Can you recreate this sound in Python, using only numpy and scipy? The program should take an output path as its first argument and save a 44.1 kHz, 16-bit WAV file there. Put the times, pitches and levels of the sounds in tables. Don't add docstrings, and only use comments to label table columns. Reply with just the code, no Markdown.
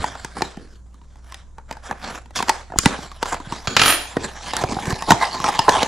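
import sys
import numpy as np
from scipy import signal
from scipy.fft import rfft, irfft, next_fast_len
from scipy.io import wavfile

SR = 44100
rng = np.random.default_rng(int(sys.argv[2]) if len(sys.argv) > 2 else 0)


def store_wav(level_fs):
    pcm = np.round(np.clip(np.atleast_2d(level_fs), -1, 1) * 32767)
    wavfile.write(sys.argv[1], SR, pcm.T.astype(np.int16))


N = 258867
TIME = np.arange(N) / SR


def undb(db):
    return 10 ** (np.asarray(db) / 20)


def unit(x):
    return x / np.sqrt(np.mean(x ** 2))


def struck(x):
    return x / np.sqrt(np.mean(x[:SR // 100] ** 2))


def span(seconds):
    return np.arange(int(seconds * SR)) / SR


def band(x, lo_hz, hi_hz, order=3):
    edges = [lo_hz, min(hi_hz, SR / 2 - 1)]
    sos = signal.butter(order, edges, "band", fs=SR, output="sos")
    return signal.sosfilt(sos, x + 1e-18)


def colour(x, points):
    hz, db = np.transpose(points)
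    bins_hz = np.fft.rfftfreq(len(x), 1 / SR)
    gain = undb(np.interp(np.log(bins_hz + 1), np.log(hz), db))
    return irfft(rfft(x) * gain, len(x))


def ring(x, response):
    return signal.fftconvolve(x, response)[:len(x)]


def add(track, s, sound):
    i = max(int(s * SR), 0)
    track[i:i + len(sound)] += sound[:N - i]


def walk(rate):
    knots = rng.standard_normal(N)
    return 1.2 * np.interp(TIME * rate, np.arange(N), knots)


def clicks(rate, spread_db):
    size = undb(spread_db * np.minimum(rng.standard_normal(N), 2))
    return (rng.random(N) < rate / SR) * size * rng.choice([-1, 1], N)


def contact(t, grit, grit_s):
    force = grit * rng.standard_normal(len(t)) * np.exp(-t / grit_s)
    force[0] += 1
    return force


# (time [s], panel pitch [Hz], hollow level [dB], panel level [dB], crack level [dB])
BLOWS = [(0.042, 856, -34, -16, -27.5), (0.153, 800, -53, -31, -43), (0.247, 830, -31, -31, -28.5),
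         (0.368, 800, -39, -28, -39), (0.408, 800, -35, -26.5, -43), (0.42, 880, -18.5, -17.5, -20.5),
         (0.571, 830, -34.5, -43, -44.5), (0.943, 970, -52.5, -54, -55.5), (1.015, 950, -54, -52, -60),
         (1.157, 900, -53, -50, -55), (1.322, 1050, -52, -37.5, -37.5), (1.344, 800, -56, -41.5, -36),
         (1.583, 925, -43, -36, -48), (1.711, 892, -35, -26.5, -33), (1.726, 950, -44, -38, -37.5),
         (1.769, 830, -51, -36, -47), (1.911, 940, -35, -21, -34), (2.258, 920, -49, -47.5, -52),
         (2.307, 684, -52, -43, -50), (2.359, 990, -41, -31, -27), (2.389, 1090, -34, -23.5, -31),
         (2.403, 790, -29, -19.5, -35), (2.426, 930, -26, -22, -22.5), (2.483, 840, -31, -26, -27),
         (2.494, 940, -24.5, -8.5, -12), (2.701, 666, -40, -39, -64), (2.721, 734, -41, -30, -48),
         (2.737, 664, -36, -28.5, -61), (2.759, 704, -26.5, -28, -55), (2.787, 1030, -26.5, -32.5, -14.5),
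         (2.858, 927, -12.5, -10.5, -10), (2.987, 960, -30, -41, -44.5), (3.116, 1000, -48, -36, -40),
         (3.228, 976, -31.5, -17, -21), (3.257, 1020, -39, -24.5, -30.5), (3.33, 920, -36, -22, -35),
         (3.343, 1000, -40, -28, -33.5), (3.401, 960, -35, -34, -43), (3.523, 914, -28, -24, -32),
         (4.168, 470, -16, -14.5, -30), (4.535, 886, -35, -20.5, -26), (4.567, 940, -36, -31.5, -22.5),
         (4.638, 703, -17.5, -14, -28), (4.767, 747, -23.5, -24.5, -51), (4.787, 754, -41, -24.5, -59),
         (4.856, 1040, -39, -34, -32), (4.905, 1090, -42, -26.5, -26), (4.925, 764, -29.5, -25.5, -31),
         (5.023, 915, -39, -23.5, -27.5), (5.106, 764, -10, -2, -7.5), (5.119, 900, -13, -8, -14),
         (5.401, 1020, -27, -24.5, -30.5), (5.442, 1030, -27.5, -15.5, -22), (5.591, 912, -23, -9, -14.5),
         (5.681, 1010, -19.5, -6, -35), (5.686, 870, -25, -7.5, -31), (5.693, 825, -23, -11, -13.5),
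         (5.83, 887, -27, -16, -18)]
PANEL_HZ = 898
TICK_DB, TICK_PER_HARDNESS = -15, 1.3


def box_blows(crack_s=0.0028, tick_s=0.00063, lag_s=0.0017):
    out, t = np.zeros(N), span(.1)
    for s, hz, hollow, panel, crack in BLOWS:
        force = contact(t, grit=0.19, grit_s=0.0025)
        body = ring(force, box_response(hz / PANEL_HZ, scatter_db=4.0))
        fibres = rng.standard_normal(len(t))
        tearing = band(fibres * np.exp(-t / crack_s), 1700, 6730, order=2)
        snap = struck(band(body, 1436, 5180)) + 0.65 * struck(tearing)
        tick = band(fibres * np.exp(-t / tick_s), 4770, 8200, order=2)
        tick_db = crack + TICK_DB + TICK_PER_HARDNESS * (crack - panel)
        add(out, s, undb(tick_db) * struck(tick))
        add(out, s, undb(crack) * struck(snap))
        add(out, s, undb(panel) * struck(band(body, 429, 1640)))
        add(out, s + lag_s, undb(hollow) * struck(band(body, 103, 418, order=2)))
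    return out


# (frequency [Hz], t60 [s], level [dB])
BOX = [(171, 0.017, -13), (277, 0.033, -7.5), (382, 0.14, -23), (507, 0.022, -4), (744, 0.049, -10),
       (908, 0.034, 7.5), (1055, 0.018, 6), (1413, 0.0052, 7), (1876, 0.035, -8), (2380, 0.054, -20.5),
       (2966, 0.016, -10), (3840, 0.0065, -5.5), (4760, 0.022, -14.5), (7000, 0.018, -40),
       (7450, 0.0028, 0.5)]


def box_response(stretch, scatter_db):
    t = span(.1)
    hz, t60, db = np.transpose(BOX)[:, :, None]
    detune, weight = rng.standard_normal((2, len(BOX), 1))
    gripped = (hz > 620) & (hz < 1200)
    hz = hz * np.where(gripped, stretch, 1) * (1 + 0.052 * detune)
    fade = undb(db + scatter_db * weight - 60 * t / t60)
    return np.sum(fade * np.sin(2 * np.pi * hz * t), axis=0)


# (time [s], frequency [Hz], level [dB])
BUMPS = [(.002, 80, -14.5), (0.573, 183, -17), (2.767, 69, -17), (2.786, 73.4, -8), (2.861, 154, 2.5),
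         (3.472, 144, -19), (3.522, 162, -21), (3.679, 118, -11), (4.645, 107, -15), (4.879, 144, -7.5),
         (4.93, 124, -6), (5.123, 170, -3), (5.135, 120, -11.5)]
THUMP_HZ, THUMP_DB = 121, -2.5


def bumps(decay_s=0.0032, rise_s=0.0027):
    out, t = np.zeros(N), span(.08)
    envelope = np.exp(-t / decay_s) * (1 - np.exp(-t / rise_s))
    thumps = [(s, THUMP_HZ, knock + THUMP_DB) for s, knock in DROPS]
    for s, hz, db in list(BUMPS) + thumps:
        add(out, s, undb(db) * 2 * np.sin(2 * np.pi * hz * t) * envelope)
    return out


# (time [s], share [0-1])
OPEN = [(2.8, 0), (4.4, 0.3), (5.1, 0.9)]
# (frequency [Hz], level [dB])
FIBRE = [(880, -76), (1500, 1), (1810, 1.5), (2190, -18), (3120, -2), (4120, -2.5), (6310, -7),
         (7390, -6.5), (9010, -17), (10000, -10.5), (11400, -26), (14200, -29), (16000, -60)]
RUMBLE_DB = -8


def rubbing(hollow_db=-1):
    hollow, panel, hiss = friction()
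    opened = np.clip(np.interp(TIME, *np.transpose(OPEN)), 0, 1)
    slips = unit(clicks(rate=3000, spread_db=4.5) * undb(3 * walk(110)))
    jerks = unit(clicks(rate=160, spread_db=3))
    slips = unit(slips + .55 * opened * jerks)

    places = np.array([undb(7 * walk(14)) for _ in range(3)])
    places /= np.linalg.norm(places, axis=0)
    responses = [box_response(stretch, scatter_db=2) for stretch in (.88, 1, 1.15)]
    body = sum(share * unit(ring(slips, response)) for share, response in zip(places, responses))

    open_ring = unit(band(body, 647, 1750))
    shut_scrape = unit(band(slips, 464, 1490, order=2))
    middle = np.sqrt(opened) * open_ring + np.sqrt(1 - opened) * shut_scrape

    grain = unit(colour(slips + .35 * rng.standard_normal(N), FIBRE))
    loose = .15 + .3 * opened
    crackling = unit(crackle() + 0.5 * unit(band(body, 1690, 6500)))
    edge = np.sqrt(1 - loose) * grain + np.sqrt(loose) * crackling

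    low = unit(band(body + 0.68 * unit(band(slips, 138, 610)), 97, 520, order=2))
    low += undb(RUMBLE_DB) * unit(band(rng.standard_normal(N), 38, 152, order=2))
    return hollow * undb(hollow_db) * low + panel * middle + hiss * flexing(edge)


# (time [s], length [s], hollow level [dB], panel level [dB], hiss level [dB])
STROKES = [(0.0, 0.024, -25, -27.5, -30), (0.053, 0.061, -38, -36.5, -41), (0.343, .08, -34.5, -38, -37),
           (0.56, 0.081, -41, -53.5, -58.5), (0.691, 0.072, -53, -58, -56.5),
           (1.22, 0.18, -58.5, -51.5, -52.5), (1.823, 0.05, -52, -39, -41.5), (1.884, 0.04, -37, -35, -46),
           (1.988, 0.17, -37.5, -31.5, -36.5), (2.348, 0.046, -33, -28.5, -25),
           (2.518, 0.088, -49, -38, -43.5), (2.802, 0.075, -38, -46, -38), (2.865, 0.073, -33, -29.5, -36),
           (3.018, 0.021, -36, -35.5, -37), (3.242, 0.065, -47, -34, -34.5),
           (3.318, 0.019, -30.5, -23, -27), (3.481, 0.1, -39.5, -38.5, -38), (3.679, 0.058, -32, -41, -39),
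           (4.187, 0.069, -30, -33.5, -33.5), (4.406, 0.11, -43.5, -39, -33.5),
           (4.505, .12, -33, -28.5, -30), (4.674, 0.056, -26.5, -29, -31.5),
           (4.761, 0.18, -33.5, -35, -35.5), (5.072, 0.031, -25, -21, -31), (5.197, 0.051, -40, -19, -26.5),
           (5.335, 0.032, -35.5, -30, -34.5), (5.441, 0.05, -28.5, -19.5, -23.5),
           (5.676, 0.14, -30.5, -21, -26.5)]
BITE_SHARE, PRESS_DB, RELEASE_DB_PER_S = 0.34, 1, 410
# (time [s], level [dB])
HANDLING = [(0, -34), (0.3, -47), (0.52, -44.5), (0.8, -68), (1.15, -63.5), (1.65, -69.5), (1.8, -60),
            (2.0, -51), (2.25, -65), (2.68, -57.5), (2.97, -37.5), (3.17, -50), (3.36, -53), (3.45, -44.5),
            (4.2, -40), (5.0, -36), (5.6, -32), (5.87, -30.5)]
# (hollow [dB], panel [dB], hiss [dB])
HANDLING_DB = (-9.5, -0.5, -1.5)
CREEP_DB, CREEP_RISE_DB_PER_S = -13, 900
# (hollow [dB], panel [dB], hiss [dB])
SLIDE_DB, SLIDE_FADE_DB_PER_S = (-10.5, -14, -15.5), 276


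def friction(lead_s=.04):
    t = span(.4)
    moves = []
    for s, length, *levels in STROKES:
        bite = np.minimum(t / (BITE_SHARE * length), 1)
        press = PRESS_DB * (np.minimum(t / length, 1) - .5)
        release = RELEASE_DB_PER_S * np.maximum(t - length, 0)
        moves.append((s, levels, bite * undb(press - release)))
    creep = undb(CREEP_RISE_DB_PER_S * (span(lead_s) - lead_s))
    slide = undb(-SLIDE_FADE_DB_PER_S * t)
    for s, _, *levels in BLOWS:
        moves.append((s - lead_s, np.add(levels, CREEP_DB), creep))
        moves.append((s, np.add(levels, SLIDE_DB), slide))
    handling_db = np.interp(TIME, *np.transpose(HANDLING))
    power = undb(np.add.outer(HANDLING_DB, handling_db)) ** 2
    for s, levels, envelope in moves:
        for track, db in zip(power, levels):
            add(track, s, (undb(db) * envelope) ** 2)
    return np.sqrt(power)


def crackle(rate=520):
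    out, t = np.zeros(N), span(.012)
    for when, pitch, size in rng.random((int(rate * N / SR), 3)):
        hz = 2000 * 4 ** pitch
        db = -4 * np.log(max(1 - size, .06))
        add(out, when * N / SR, undb(db) * np.sin(2 * np.pi * hz * t) * np.exp(-hz * t / 2))
    return unit(band(out, 1340, 6400))


def flexing(x, count=18, depth_db=3.8, rate=24):
    size = next_fast_len(N, real=True)
    log_hz = np.log(np.fft.rfftfreq(size, 1 / SR) + 1)
    place = np.interp(log_hz, np.log([1200, 11000]), [0, count - 1])
    spectrum = rfft(x, size)
    ranges = (irfft(spectrum * np.maximum(1 - abs(place - k), 0), size)[:N] for k in range(count))
    return unit(sum(part * undb(depth_db * walk(rate)) for part in ranges))


# (time [s], knock level [dB])
DROPS = [(3.673, -19), (3.7662, -7), (3.795, -12), (3.8162, -9), (3.835, -17), (3.858, -13.5),
         (3.880, -14.5), (3.902, -21)]
# (frequency [Hz], width [Hz], level [dB])
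TABLE = [(217, 580, -2.5), (726, 440, -3), (1290, 180, 3.5), (1730, 310, 0.5), (2430, 97, -0.5),
         (2626, 39, 2), (2830, 340, -2.5), (3284, 160, 0), (3920, 920, -5.5), (5260, 1800, -15.5),
         (7240, 1400, -34)]
# (frequency [Hz], level [dB], t60 [s])
STEEL = [(7149, -17, .44), (8934, -18, .3), (9253, -3, .23), (9503, -4, .2), (10009, 0, .2),
         (10490, -13, .22), (11285, -14, .17), (11889, -8, .2), (12110, -6, .2), (12718, -23, .25),
         (13311, -25, .2), (13518, -27, .22), (13990, -19, .17), (14700, -27, .18), (15430, -29, .25)]
# (frequency [Hz], level [dB])
HELD = [(1210, -26), (1485, -26), (2860, -48), (3340, -35), (4500, -29), (6850, -26)]
HELD_T60_S = .06
FREE_S, FREE_RING_DB, FREEING_DB_PER_S = 3.875, -18, 237


def tweezers(buzz_db=-6, damping=1.8):
    t = span(.45)
    wood = np.zeros(len(t))
    for k, (hz, width, db) in enumerate(TABLE):
        mode = np.exp(-np.pi * width * t) * np.sin(2 * np.pi * hz * t) * (-1) ** k
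        wood += undb(db) * width * mode
    wood = band(wood, 85, 9500)

    hz, db, t60 = np.transpose(STEEL)[:, :, None]
    fade = undb(db - 60 * damping * t / t60)
    arms = fade * np.exp(2j * np.pi * hz * t) * (1 - np.exp(-t / .0005))

    out = np.zeros(N)
    held = sum(undb(db - 60 * t / HELD_T60_S) * np.sin(2 * np.pi * hz * t) for hz, db in HELD)
    skid = contact(t, grit=.04, grit_s=.07)
    add(out, DROPS[0][0], ring(skid, held))

    for s, knock in DROPS:
        force = contact(t, grit=0.14, grit_s=0.0066)
        tap = struck(ring(force, wood)) + 0.3 * struck(band(force, 4200, 7500))
        add(out, s, undb(knock) * struck(tap))
        phase = np.exp(2j * np.pi * rng.random((len(STEEL), 1)))
        swing = phase * undb(3 * rng.standard_normal((len(STEEL), 1)))
        steel_db = FREE_RING_DB - FREEING_DB_PER_S * max(FREE_S - s, 0)
        ringing = np.sum(arms * swing * touched(t, STEEL), axis=0).imag
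        add(out, s, undb(steel_db) * struck(ringing))

    taps = chatter()
    metal = np.sum(arms, axis=0).imag
    freed = undb(-FREEING_DB_PER_S * np.maximum(FREE_S - TIME, 0) / 2)
    buzz = undb(buzz_db) * ring(taps * freed, metal / np.linalg.norm(metal))
    rattle = ring(taps, wood / np.linalg.norm(wood))
    return out + buzz + rattle + 0.5 * band(taps, 3100, 8400)


CHATTER_START_S, CHATTER_PEAK_S, CHATTER_END_S = 3.77, 3.9075, 4.05
CHATTER_DB, CHATTER_RISE_DB_PER_S, CHATTER_FALL_DB_PER_S = -15.5, 61, 254


def chatter():
    taps_per_s = np.interp(TIME, [CHATTER_START_S, CHATTER_END_S], [170, 480]) * undb(3.3 * walk(300))
    taps = np.diff(np.floor(np.cumsum(taps_per_s) / SR), prepend=0)
    taps = unit(taps * undb(2.3 * rng.standard_normal(N)))
    late = TIME - CHATTER_PEAK_S
    db = CHATTER_DB + np.minimum(CHATTER_RISE_DB_PER_S * late, -CHATTER_FALL_DB_PER_S * late)
    return taps * undb(db) * (TIME > CHATTER_START_S) * (TIME < CHATTER_END_S)


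def touched(t, modes, depth_db=4, rate=50):
    knots = np.arange(int(t[-1] * rate) + 2)
    sway = [np.interp(t * rate, knots, rng.standard_normal(len(knots))) for _ in modes]
    return undb(depth_db * np.array(sway))


def ports(x, spread=.22):
    t = span(.012)
    paths = rng.standard_normal(len(t)) * np.exp(-t / .005) * (t > .001)
    scattered = ring(x, paths / np.linalg.norm(paths))
    side = spread * band(scattered, 500, 6000, order=1)
    delay_s = 1e-5
    late = irfft(rfft(x) * np.exp(-2j * np.pi * np.fft.rfftfreq(N, 1 / SR) * delay_s), N)
    return np.array([late + side, x - side])


ROOM_DB, ROOM_T60_LOW_S, ROOM_T60_HIGH_S = -17, 0.37, 0.42


def room(x, wet_db, width=0.64):
    t = span(.6)
    mid, side = rng.standard_normal((2, len(t)))
    tails = []
    for sign in (1, -1):
        low = band(mid + sign * .5 * side, 270, 930, order=2) * undb(-60 * t / ROOM_T60_LOW_S)
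        high = band(mid + sign * width * side, 1320, 8000, order=2) * undb(-60 * t / ROOM_T60_HIGH_S)
        tail = (1.7 * low + high) * (1 - np.exp(-(t / 0.017) ** 2))
        tails.append(ring(x, tail / np.sqrt(np.sum(tail ** 2) * 2)))
    return undb(wet_db) * np.array(tails)


# (frequency [Hz], level [dB])
AIR = [(12, -37), (20, 14.5), (65, -10), (83, 0), (109, -4.5), (229, -13), (278, -17.5), (766, -29),
       (1010, -22), (2290, -65), (6860, -34.5), (10400, -47), (14000, -79)]
AIR_DB, HUM_HZ, HUM_DB = -47.5, 60.6, -44


def background():
    mid, left, right = (unit(colour(rng.standard_normal(N), AIR)) for _ in range(3))
    waver_hz, waver_db = walk(10), 1.3 * walk(7)
    phase = 2 * np.pi * np.cumsum(HUM_HZ + waver_hz) / SR
    hum = np.sqrt(2) * np.sin(phase) * undb(HUM_DB + waver_db)
    return undb(AIR_DB) * (mid + 0.64 * np.array([left, right])) + hum


def scene():
    box = box_blows() + bumps() + rubbing()
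    steel = tweezers()
    near = ports(box) + room(box, ROOM_DB)
    far = ports(steel) + room(steel, wet_db=-7.0)
    return near + far + background()


TOP_HZ = 16000


def record(dry):
    sensitivity = undb([[-.55], [.55]])
    cut = signal.ellip(8, .2, 70, TOP_HZ, fs=SR, output="sos")
    return signal.sosfilt(cut, np.clip(dry * sensitivity, -1, 1))


dry = scene()
out = record(dry)
store_wav(out)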